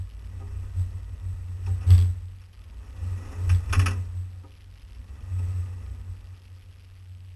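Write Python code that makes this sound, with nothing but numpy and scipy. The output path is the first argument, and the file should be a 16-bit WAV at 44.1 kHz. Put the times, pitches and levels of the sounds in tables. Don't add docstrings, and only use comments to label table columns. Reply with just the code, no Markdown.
import sys
import numpy as np
from scipy.fft import rfft, irfft, next_fast_len
from scipy.io import wavfile
from scipy.ndimage import map_coordinates

SR = 44100
rng = np.random.default_rng(int(sys.argv[2]) if len(sys.argv) > 2 else 0)


def generate_wav(signal):
    frames = np.transpose(np.atleast_2d(signal))
    scaled = np.clip(frames, -1, 1) * 32767
    pcm = np.round(scaled).astype(np.int16)
    wavfile.write(sys.argv[1], SR, pcm)


N = 324344

# t/s, firing rate/Hz, engine bay level/dB
THROTTLE = [(0.0, 50.76, -65.5), (0.48, 59.79, -58), (1.2, 54.01, -61), (1.53, 51.01, -61),
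            (1.85, 64.23, -55), (2.1, 52.7, -61.5), (2.45, 43.84, -71), (3.02, 66.54, -54.5),
            (3.33, 75.18, -48.5), (3.62, 73.14, -53), (3.87, 63.11, -45.5), (4.13, 52.02, -62),
            (4.42, 42.73, -66.5), (4.75, 47.41, -68), (5.18, 69.5, -59), (5.52, 76.01, -54.5),
            (6.3, 46.4, -64.5), (7.35, 35, -74)]
# f/Hz, width/Hz, level/dB
PANEL_MODES = [(764, 14, -8), (890, 40, -12), (1003, 20, -10), (1105, 45, -2), (1180, 25, -7),
               (1255, 60, 0), (1325, 28, -5), (1446, 25, -2), (1582, 30, -5), (1660, 20, -6),
               (1772, 38, -1), (1945, 36, -2), (2400, 70, -5), (2515, 80, -3), (2670, 80, -2),
               (2980, 50, -9), (3430, 50, -13), (5400, 130, -10), (5600, 100, -11), (6120, 50, -12),
               (6500, 50, -15), (6750, 80, -15), (9500, 100, -14), (9850, 50, -15), (10510, 140, -14)]
# f/Hz, width/Hz, level/dB
FRAME_MODES = [(176, 12, -2), (223, 18, 2), (275, 28, -2), (408, 20, -3), (514, 30, -8), (764, 25, -11),
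               (905, 50, -10), (1250, 60, -10), (1942, 70, -15)]
BOOM_HZ = 91.735


def amp(db):
    return 10 ** (np.asarray(db) / 20)


def unit(x):
    return x / np.sqrt(np.mean(np.abs(x) ** 2) + 1e-20)


def curves(rows):
    times, *columns = np.transpose(rows)
    return [np.interp(np.arange(N) / SR, times, column) for column in columns]


def wobble(rate):
    return map_coordinates(rng.standard_normal(4096), [np.arange(N) * rate / SR], mode="wrap")


def turning(hz):
    return 2 * np.pi * np.cumsum(hz) / SR


def filtered(x, response):
    size = next_fast_len(N + SR // 2)
    return irfft(rfft(x, size) * response(np.fft.rfftfreq(size, 1 / SR)), size)[:N]


def coloured(x, points):
    f, db = np.transpose(points)
    return filtered(x, lambda hz: unit(amp(np.interp(np.log(hz + 1), np.log(f), db))))


def resonated(x, modes):
    def body(f):
        return unit(sum((-1) ** k * amp(db) * 1j * f * width / (hz * hz - f * f + 1j * f * width)
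                        for k, (hz, width, db) in enumerate(modes)))
    return filtered(x, body)


def noise():
    return rng.standard_normal(N)


def blows(rows, attack, t60):
    power, t = np.zeros(N + SR), np.arange(SR // 2) / SR
    for start, db in rows:
        power[round(start * SR):][:len(t)] += (amp(db - 60 * t / t60) * (1 - np.exp(-t / attack))) ** 2
    return np.sqrt(power[:N])


def engine(rough=0.628, throb=0.042, bay_db=-1.42, panel_db=-7.5, frame_db=-2.5, grit_db=1.34):
    # firing rate/Hz, level/dB
    pipe_resonance = [(35, -90), (44, -58.5), (50, -49.5), (55, -42.5), (62, -42), (68, -46), (75, -48)]
    # multiple of the firing rate, level/dB
    exhaust_orders = [(1, 0.5), (1.5, -10), (2, -42), (3, -26.5), (4, -28)]
    # f/Hz, level/dB
    bay_spectrum = [(76, -51), (130, -0.5), (236, -4.5), (541, -7.5), (709, -13.5), (1260, -12),
                    (1560, -24.5), (1930, -11), (2210, -27.5), (2530, -22.5), (4420, -32.5), (5460, -24),
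                    (7430, -27.5), (8030, -28.5), (13000, -34.5)]
    # multiple of the firing rate, level/dB
    pulley_orders = [(12, -16), (17, -13.5), (27, -21.5)]
    firing_hz, effort_db = curves(THROTTLE)
    exhaust_db = np.interp(firing_hz, *np.transpose(pipe_resonance))
    phase = turning(firing_hz * (1 + 0.01227 * wobble(12)))
    drone = sum(amp(db) * np.sqrt(2) * np.sin(k * phase) * (1 + rough * wobble(25))
                for k, db in exhaust_orders)
    pulsing = unit((1 + throb * np.cos(phase)) * amp(grit_db * wobble(70)))
    bay = amp(bay_db) * coloured(noise() * pulsing, bay_spectrum)
    bay += amp(panel_db) * resonated(noise() * pulsing, PANEL_MODES)
    bay += amp(frame_db) * resonated(noise() * pulsing, FRAME_MODES)
    belt_phase = turning(firing_hz * (1 + 0.00311 * wobble(12)))
    whine = sum(amp(db + 2.3 * wobble(20)) * np.sin(k * belt_phase) for k, db in pulley_orders)
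    return amp(exhaust_db) * drone + amp(effort_db) * (bay + whine)


def shaking(linger_s=0.0201):
    # peak t/s, level/dB, rise/s, fall by 20 dB/s (rows with a negative fall are silent)
    jolts = [(0.01, -29.5, 0.09, 0.05), (0.371, -34.5, 0.132, 0.31), (0.61, -34, 0.113, 0.4434),
             (0.801, -24, 0.073, 0.1235), (0.971, -35, 0.055, 0.11), (1.14, -35.5, .09, 0.01),
             (1.27, -31.5, 0.0683, 0.39), (1.5, -34, 0.133, 0.5959), (1.69, -25, 0.087, 0.2758),
             (1.876, -16.5, 0.015, 0.2012), (1.915, -14, 0.034, 0.2341), (2.01, -19.5, 0.12, 0.1157),
             (2.239, -41, 0.089, 0.4949), (2.83, -45.5, 0.24, -0.22), (3.09, -26.5, 0.1294, 0.1936),
             (3.44, -25, 0.113, 0.0773), (3.55, -17.5, 0.113, 0.0826), (3.715, -22.5, 0.03246, 0.1311),
             (3.805, -16, 0.0657, 0.1461), (4.0, -30.5, 0.144, 0.3332), (4.179, -30, 0.0595, 0.228),
             (4.4, -39.5, 0.146, 0.0154), (5.5, -27, 0.3567, .5), (5.96, -35, 0.049, -0.08),
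             (6.11, -33.5, 0.1005, 0.09), (6.33, -42, 0.1481, 0.06), (6.54, -41.5, 0.0785, 0.12),
             (6.699, -43.5, 0.0807, 0.02), (7.2, -42, 0.516, 1.7331)]
    t = np.arange(N) / SR
    power = np.zeros(N)
    for peak, db, rise, fall in jolts:
        near = (t > peak - rise) & (t < peak + 3 * fall)
        age = t[near] - peak
        build = np.sin(np.pi / 2 * np.minimum(1 + age / rise, 1)) ** 2
        fading = np.hypot(np.maximum(age, 0), linger_s) - linger_s
        power[near] += (amp(db - 20 * fading / fall) * build) ** 2
    return np.sqrt(power)


def chassis(idle_db=-59, growth=0.693, jolt_db=-17.5, uneven_db=0.5, hum_hz=68, hum_db=-59):
    # t/s, level/dB
    tyre_thumps = [(0.36, -40), (0.56, -34.5), (0.74, -32.5), (1.26, -31), (1.82, -31), (3.43, -26),
                   (3.66, -26.5), (5.18, -37.5)]
    # f/Hz, level/dB
    rumble_spectrum = [(10, -26.5), (25, 5.5), (45, 3), (70, 8), (120, -9), (250, -54)]
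    effort_db = curves(THROTTLE)[1]
    rolling = amp(idle_db + growth * (effort_db - effort_db.min()) + uneven_db * wobble(6))
    thumping = blows(tyre_thumps, attack=0.0397, t60=1.21)
    level = np.linalg.norm([rolling, amp(jolt_db) * shaking(), thumping], axis=0)
    rumble = level * coloured(noise(), rumble_spectrum)
    hum_level = amp(hum_db + 3.534 * wobble(3.03))
    hum_phase = turning(hum_hz * (1 + 0.01843 * wobble(4.3)))
    return rumble + hum_level * np.sin(hum_phase)


def cab(rest_db=-52, waver_db=2.5, calm_db=-41, sag_hz=2, drift_hz=1.315, rough=0.27, buzz_db=-30):
    # f/Hz, level/dB
    buzz_spectrum = [(60, -48.5), (130, 3), (250, 4), (400, -12), (1000, -11.5), (4000, -17.5), (7000, -23),
                     (12000, -28)]
    level = np.hypot(shaking(), amp(rest_db + waver_db * wobble(9)))
    unrest = level / (level + amp(calm_db))
    phase = turning(BOOM_HZ - sag_hz * np.sqrt(level / level.max()) + drift_hz * unrest * wobble(9))
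    roughness = wobble(28) * np.sin(phase) + wobble(28) * np.cos(phase)
    boom = np.sqrt(2) * (np.sin(phase) + rough * unrest * roughness)
    boom = filtered(level * boom, lambda hz: 1 / (1 + (hz / 122) ** 20))
    buzz = coloured(noise() * (1 - .5 * np.sin(phase)), buzz_spectrum)
    return boom + amp(buzz_db) * level * buzz


def suspension_knocks(knock_db=-6.0, hollow_hz=408, hollow_db=-15):
    # t/s, level/dB
    hits = [(0.396, -37), (0.749, -50.5), (1.666, -37), (1.81, -39.5), (1.88, -34), (1.977, -41.5),
            (3.731, -29), (3.792, -31.5), (3.867, -29), (4.433, -38), (5.384, -38.5)]
    # f/Hz, width/Hz, level/dB
    spring_modes = [(223.9, 18.3, -4.5), (289.3, 8.753, 1.5), (407.2, 7.2, 5.5), (533.2, 8.4, -5.5),
                    (665, 19, -13.5), (782.4, 11.9, -4), (925, 56, -11), (1009, 35, -16), (1237, 42, -11)]
    knock = resonated(noise() * blows(hits, attack=0.00205, t60=0.1684), spring_modes)
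    hollow_phase = turning(hollow_hz * (1 + 0.00644 * wobble(40)))
    hollow = blows(hits, attack=0.0034, t60=0.203) * np.sin(hollow_phase)
    return amp(knock_db) * knock + amp(hollow_db) * hollow


def body_clanks(ring_db=-8.5, crash_db=-17.0, tail_db=-24, thud_db=-23):
    # t/s, level/dB
    strikes = [(1.6368, -45.5), (1.6612, -36), (1.809, -42), (1.8265, -40.5), (2.4137, -46.5),
               (3.4925, -22), (3.694, -35), (3.7267, -11.5), (3.7928, -16.5), (3.8589, -12.5),
               (3.9074, -26.5), (5.3847, -41)]
    # delay/s, level/dB
    contacts = [(0, 0), (.0045, -1.5), (0.022, -6.5)]
    # f/Hz, level/dB
    crash_spectrum = [(120, -33.5), (200, -21), (274, 2), (356, -8.5), (409, -15.5), (591, -8.5),
                      (1020, -10.5), (1250, 2.5), (2080, -14.5), (2560, 2.5), (3830, -20), (5520, -5.5),
                      (7430, -28), (10700, -13.5), (13000, -29.5)]
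    hits = [(start + delay, db + loss_db) for start, db in strikes for delay, loss_db in contacts]
    ring = resonated(noise() * blows(hits, attack=0.00089, t60=0.0352), PANEL_MODES)
    crash = coloured(noise() * blows(hits, attack=0.000167, t60=0.0865), crash_spectrum)
    tail = resonated(noise() * blows(hits, attack=0.0034, t60=0.1869), PANEL_MODES)
    thud = resonated(noise() * blows(hits, attack=0.0115, t60=0.25), FRAME_MODES[:3])
    return amp(ring_db) * ring + amp(crash_db) * crash + amp(tail_db) * tail + amp(thud_db) * thud


def trim_rattles(tick_db=-1, tail_db=-26, slip=0.116, chatter_db=-10, scatter_db=0.5):
    # t/s, first strike level/dB, length/s
    bouts = [(1.9042, -19.5, .04), (1.949, -25.5, .02), (1.9793, -22.5, .05), (2.396, -50.5, .01),
             (3.5465, -32, .02), (3.6584, -42, .01)]
    # f/Hz, width/Hz, level/dB
    trim_modes = [(1164, 50, 4.5), (1990, 450.4, -1), (2670, 270, 1), (3419, 258, 5), (4280, 237, -1.5),
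                  (4633, 316, 2), (5960, 1130, -18.5), (7520, 440, -13), (11870, 810, -8)]
    hits = []
    for start, db, length in bouts:
        hits.append((start, db))
        for k, (late, size) in enumerate(rng.standard_normal((16, 2)), 1):
            if k / BOOM_HZ < length:
                hits.append((start + (k + slip * late) / BOOM_HZ, db + chatter_db + scatter_db * size))
    ticks = amp(tick_db) * blows(hits, attack=0.000873, t60=0.00787)
    tails = amp(tail_db) * blows(hits, attack=0.00206, t60=0.167)
    return resonated(noise() * (ticks + tails), trim_modes)


def scene():
    return (engine() + chassis() + cab() + body_clanks() + trim_rattles() + suspension_knocks())[None]


def record(dry, hiss_db=-63.5, crackle_db=-57, still_db=-89, flutter_hz=31.5, top_hz=12900):
    # f/Hz, level/dB
    crackle_spectrum = [(500, -32.5), (1500, -1), (3000, 5), (4000, -3), (5000, 1), (7000, -16),
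                        (9000, -15), (11500, -5.5), (13000, -45.5)]
    # f/Hz, level against the low wave/dB, flutter depth/rad
    whistle_tones = [(8015, -37.5, 1.1), (12107, -48.5, .3)]
    # f/Hz, level/dB
    hiss_spectrum = [(30, 12), (130, 13), (300, -3.5), (600, -5), (2500, -5), (4000, -10), (8000, -19),
                     (12500, -16.5)]
    mic, t = dry[0], np.arange(N) / SR
    low = filtered(mic, lambda hz: 1 / (1 + (hz / 400) ** 4))
    still = np.exp(-(np.gradient(low) / amp(still_db)) ** 2)
    catching = np.clip(1 + 2 * wobble(260), 0, 1)
    crackle = amp(crackle_db) * coloured(noise() * still * catching, crackle_spectrum)
    flutter = np.sin(2 * np.pi * flutter_hz * t)
    tones = sum(amp(db) * np.sin(2 * np.pi * hz * t + depth * flutter) for hz, db, depth in whistle_tones)
    whistle = low * np.sqrt(2) * tones
    hiss = amp(hiss_db) * coloured(noise(), hiss_spectrum)
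    return filtered(mic + crackle + whistle + hiss, lambda hz: hz < top_hz)[None]


dry = scene()
out = record(dry)
generate_wav(out)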